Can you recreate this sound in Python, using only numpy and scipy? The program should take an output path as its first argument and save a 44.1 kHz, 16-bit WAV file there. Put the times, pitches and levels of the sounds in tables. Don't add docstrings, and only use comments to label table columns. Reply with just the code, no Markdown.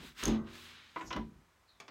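import sys
import numpy as np
from scipy import signal
from scipy.io import wavfile

SR = 44100
rng = np.random.default_rng(int(sys.argv[2]) if len(sys.argv) > 2 else 0)


def generate_wav(sig):
    pcm = np.round(np.clip(np.atleast_2d(sig).T, -1, 1) * 32767).astype(np.int16)
    wavfile.write(sys.argv[1], SR, pcm)


N = 83790
TIME = np.arange(N) / SR

# start in seconds, level in dB.
SLAT_CLICKS = [(0.236, -27.5), (0.2546, -24), (0.2806, -33)]
# pitch in Hz, level in dB, fade time in seconds.
SLAT_NOTES = [(6450, -1.5, 0.025), (6180, -4, 0.024), (6560, -5.5, 0.019), (8530, -8.5, 0.014)]
# frequency in Hz, level in dB.
CLICK_SPECTRUM = [(1000, -22), (3200, -5), (5000, -8), (6500, 1.5), (8000, -15), (11000, -8.5),
                  (15000, -34.5)]

# start in seconds, level in dB.
FRAME_THUMPS = [(0.2364, -48), (0.2631, -32.5), (0.2784, -27), (1.166, -44.5), (1.1976, -51), (1.318, -70)]
# pitch in Hz, level in dB, fade time in seconds.
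FRAME_NOTES = [(45.2, -42.5, 1.95), (86.4, -21.5, 1.55), (128, -15, 0.23), (238, -16, 1.12),
               (299.5, -6, 0.31), (334.7, -13, 0.66), (381.2, -19, 0.77), (414.3, -5.5, 0.14),
               (463, -22.5, 0.52), (581, -22.5, 0.5), (664, -26, 0.66), (833, -15.5, 0.15)]
# start in seconds, level in dB, hold in seconds.
FRAME_BOOMS = [(0.267, -28, 0.089), (1.173, -36, 0.01)]
# start in seconds, level in dB, hold in seconds.
FRAME_SHUDDERS = [(-.02, -54, 0.069), (0.225, -40.5, 0.0067), (0.261, -38.5, 0.085), (1.03, -53, 0.06),
                  (1.141, -43, 0.061), (1.313, -71, 0.015)]
# frequency in Hz, level in dB.
SHUDDER_SPECTRUM = [(22, 2), (32, -32.5), (50, 6), (85, -9.5), (140, -2), (300, 1.5), (500, -14),
                    (900, -12), (1600, -30), (4000, -52)]

# start in seconds, level in dB, treble limit in Hz,
# level of the ringing in dB, fade time of the crack in seconds.
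BAR_KNOCKS = [(0.2291, -31, 3500, -13, 0.081), (0.471, -48, 2900, -19, 0.15),
              (0.554, -48.5, 7000, -20, 0.044), (0.9606, -34, 2220, 1, 0.15),
              (1.0098, -37, 2960, -12.5, 0.12), (1.106, -35.5, 3420, 1.5, 0.18),
              (1.1288, -31, 5500, -12, 0.075), (1.1625, -37.5, 4860, -1.5, 0.11)]
# pitch in Hz, level in dB, fade time in seconds.
BAR_NOTES = [(166.6, -27, 0.82), (323.4, -11, 0.32), (479, -18, 0.41), (661, -20.5, 0.29), (987, 1.5, 0.12),
             (1059, -9.5, 0.084), (1640, -29, 0.127), (1994, -8.5, 0.11), (2326, -15, 0.047),
             (2995, -31, 0.024)]
# frequency in Hz, level in dB.
KNOCK_SPECTRUM = [(150, -16), (350, -2), (700, -10), (1100, 4), (2200, -3), (3500, -3), (4800, -13),
                  (6000, -7), (7500, -37), (15000, -16.5)]

# time in seconds, level in dB.
RUB_LEVELS = [(0, -56), (.034, -53.5), (.092, -54), (.144, -69.5), (.19, -45.5), (.235, -43), (.29, -43.5),
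              (.362, -52), (.422, -77), (.48, -61), (.55, -53.5), (.664, -52.5), (.782, -55), (.938, -62.5),
              (1.0, -57), (1.05, -120)]
# frequency in Hz, level in dB.
RUB_SPECTRUM = [(60, -19), (160, -3), (260, -4.5), (380, -4), (650, -16), (1300, 1), (2200, 1), (3600, 1.5),
                (5000, -7), (7000, -10.5), (10000, -18), (15000, -19)]
# time in seconds, treble slope in dB per octave.
RUB_BRIGHTNESS = [(0, -1.5), (.06, 2.5), (.2, 0.5), (.27, 0.5), (.36, -13), (.46, -3.5), (.56, 2), (.68, 0),
                  (.8, -8), (.95, -2)]

# start in seconds, level in dB, treble limit in Hz, level of the ringing in dB.
HAND_TAPS = [(1.8009, -44.5, 7740, -0.5), (1.8802, -42.5, 3500, -15)]
# pitch in Hz, level in dB, fade time in seconds.
NEXT_BAR_NOTES = [(398, -17, 0.21), (1138, -6, 0.053), (2277, 5.5, 0.023), (2595, -3, 0.033),
                  (3390, -1.5, 0.03), (6100, -17, 0.035)]
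# frequency in Hz, level in dB.
TAP_SPECTRUM = [(100, -10), (300, -3.5), (700, -2), (1100, 0.5), (2400, -6), (4500, -3.5), (6000, -2.5),
                (9000, -10.5), (15000, -10)]

# start in seconds, level in dB, fade time in seconds.
LOOSE_RATTLES = [(0.249, -45.5, 0.86), (1.167, -39.5, 0.1)]
# pitch in Hz, level in dB, width in Hz.
RATTLE_BANDS = [(570, 0, 94), (845, -3, 170), (1139, 3, 290), (1533, -5.5, 81), (1967, -6, 150)]
# loudest moment in seconds, level in dB, pitch in Hz, width in Hz,
# rise time in seconds, fade time in seconds.
WOOD_SQUEAKS = [(1.016, -64, 7150, 2300, 0.011, 0.16), (1.078, -54, 5850, 2000, 0.017, 0.21),
                (1.066, -71.5, 12000, 2200, 0.028, .25), (1.691, -64, 4170, 400, 0.0064, 0.31)]
# frequency in Hz, level in dB.
ROOM_SPECTRUM = [(22, -18.5), (32, -3), (48, 9), (80, 2), (150, -1.5), (300, -5), (600, -5.5), (1050, -1),
                 (1800, -4.5), (2600, -9.5), (4000, -13), (7000, -16), (11000, -23), (15500, -23.5)]


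def slat_clicks():
    return sum(at(start, from_db(db) * strike(SLAT_NOTES, CLICK_SPECTRUM, ring_db=-3, tick_db=-6,
                                              crack_t60=0.023, damping=0.28, rise_s=0.0004))
               for start, db in SLAT_CLICKS)


def frame_thumps():
    return sum(at(start, from_db(db) * ringing(FRAME_NOTES, spread_db=2)) for start, db in FRAME_THUMPS)


def frame_boom():
    pitch_hz, sag_hz_per_s, release_s = 223.4, 31.6, 0.13
    phase = 2 * np.pi * np.cumsum(pitch_hz - sag_hz_per_s * TIME) / SR
    tone = np.sin(phase) * swell(rise_s=0.013)
    out = np.zeros(N)
    for start, db, hold in FRAME_BOOMS:
        release = np.exp(-(np.maximum(TIME - hold, 0) / release_s) ** 2)
        out += at(start, from_db(db) * tone * fade(t60=0.5, hold=hold) * release)
    return out


def frame_shudder():
    bass_t60, knee_hz = 0.57, 170
    rise = swell(rise_s=0.0033)
    out = np.zeros(N)
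    for hz, noise in noise_bands(SHUDDER_SPECTRUM):
        t60 = bass_t60 * min(knee_hz / hz, 1) ** 0.91
        for start, db, hold in FRAME_SHUDDERS:
            out += noise * at(start, from_db(db) * rise * fade(t60, hold))
    return out


def bar_knocks():
    out = np.zeros(N)
    for start, db, treble_hz, ring_db, crack_t60 in BAR_KNOCKS:
        knock = strike(BAR_NOTES, KNOCK_SPECTRUM, ring_db, tick_db=-2.5,
                       crack_t60=crack_t60, damping=0.32, rise_s=0.0034)
        out += at(start, from_db(db) * low_pass(knock, treble_hz))
    return out


def thread_rubbing():
    treble_from_hz, trim_db, grain_db = 3700, -1, 0.5
    slope = curve(RUB_BRIGHTNESS)
    hiss = sum(noise * from_db(slope * max(np.log2(hz / treble_from_hz), 0))
               for hz, noise in noise_bands(RUB_SPECTRUM))
    return hiss * from_db(curve(RUB_LEVELS) + trim_db + grain_db * wobble(up_to_hz=460))


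def hand_taps():
    out = np.zeros(N)
    for start, db, treble_hz, ring_db in HAND_TAPS:
        tap = strike(NEXT_BAR_NOTES, TAP_SPECTRUM, ring_db, tick_db=-6,
                     crack_t60=0.19, damping=0.59, rise_s=0.00091)
        out += at(start, from_db(db) * low_pass(tap, treble_hz))
    return out


def loose_rattle():
    uneven_db = 1
    wood = sum(from_db(db) * rough_tone(2 * np.pi * hz * TIME, width_hz)
               for hz, db, width_hz in RATTLE_BANDS)
    flicker = from_db(uneven_db * wobble(up_to_hz=53))
    loudness = sum(at(start, from_db(db) * fade(t60)) for start, db, t60 in LOOSE_RATTLES)
    return unit_level(wood) * flicker * loudness


def wood_squeaks():
    sag_hz_per_s, sag_s = 7100, 0.1
    out = np.zeros(N)
    for peak_s, db, hz, width_hz, rise_s, t60 in WOOD_SQUEAKS:
        age = TIME - peak_s
        phase = 2 * np.pi * np.cumsum(hz - sag_hz_per_s * np.clip(age, 0, sag_s)) / SR
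        rise_and_fall = np.exp(np.minimum(age / rise_s, -np.log(1000) * age / t60))
        out += from_db(db) * rough_tone(phase, width_hz) * rise_and_fall
    return out


def room_echo(sound):
    delay_s, treble_hz, echo_db = 0.005, 6460, -5.5
    tail = at(delay_s, rng.standard_normal(N) * fade(t60=0.23))
    dull_tail = low_pass(tail / np.sqrt(np.sum(tail ** 2)), treble_hz)
    return from_db(echo_db) * signal.fftconvolve(sound, dull_tail)[:N]


def room_noise():
    return from_db(-70) * sum(noise for hz, noise in noise_bands(ROOM_SPECTRUM))


def strike(notes, spectrum, ring_db, tick_db, crack_t60, damping, rise_s):
    bands = noise_bands(spectrum)
    tick = from_db(tick_db) * sum(noise for hz, noise in bands) * fade(t60=0.0054)
    crack = sum(noise * fade(crack_t60 * (1000 / hz) ** damping) for hz, noise in bands)
    ring = from_db(ring_db) * ringing(notes, spread_db=1) * swell(rise_s)
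    return tick + from_db(-3) * crack * swell(rise_s=0.0007) + ring


def ringing(notes, spread_db):
    out = np.zeros(N)
    for k, (hz, db, t60) in enumerate(notes):
        gain = (-1) ** k * from_db(db + spread_db * rng.standard_normal())
        out += gain * np.sin(2 * np.pi * hz * TIME) * fade(t60)
    return out


def noise_bands(spectrum):
    edges = np.geomspace(22, 17000, 29)
    centres = np.sqrt(edges[1:] * edges[:-1])
    hz, db = np.transpose(spectrum)
    gains = from_db(np.interp(np.log(centres), np.log(hz), db))
    gains /= np.sqrt(np.sum(gains ** 2 * np.diff(edges)) * 2 / SR)
    white = rng.standard_normal((2, N + SR // 2))
    bands = []
    for k, centre in enumerate(centres):
        band_pass = signal.butter(2, edges[k:k + 2], "band", fs=SR, output="sos")
        bands.append((centre, gains[k] * signal.sosfilt(band_pass, white[k % 2])[-N:]))
    return bands


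def rough_tone(phase, width_hz):
    return wobble(width_hz / 2) * np.cos(phase) - wobble(width_hz / 2) * np.sin(phase)


def wobble(up_to_hz):
    return unit_level(low_pass(rng.standard_normal(N), up_to_hz))


def swell(rise_s):
    return 1 - np.exp(-TIME / rise_s)


def fade(t60, hold=0):
    return np.exp(-np.log(1000) * np.maximum(TIME - hold, 0) / t60) + 1e-18


def at(start, sound):
    return np.interp(np.arange(N) - round(start * SR), np.arange(N), sound, left=0, right=0)


def curve(rows):
    return np.interp(TIME, *np.transpose(rows))


def low_pass(sound, hz):
    return signal.sosfilt(signal.butter(2, hz, fs=SR, output="sos"), sound)


def unit_level(sound):
    return sound / np.sqrt(np.mean(sound ** 2) + 1e-20)


def from_db(db):
    return 10 ** (np.asarray(db) / 20)


def scene():
    clicks = slat_clicks()
    wood = bar_knocks() + hand_taps() + wood_squeaks()
    frame = frame_thumps() + frame_boom() + frame_shudder()
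    room = room_echo(wood + 0.94 * clicks) + room_noise()
    return (clicks + frame + wood + thread_rubbing() + loose_rattle() + room)[None]


def record(dry):
    low_hz, top_hz = 31.3, 15900
    thinned = signal.sosfilt(signal.butter(4, low_hz, "high", fs=SR, output="sos"), dry)
    return signal.sosfilt(signal.ellip(12, .1, 80, top_hz, fs=SR, output="sos"), thinned)


dry = scene()
out = record(dry)
generate_wav(out)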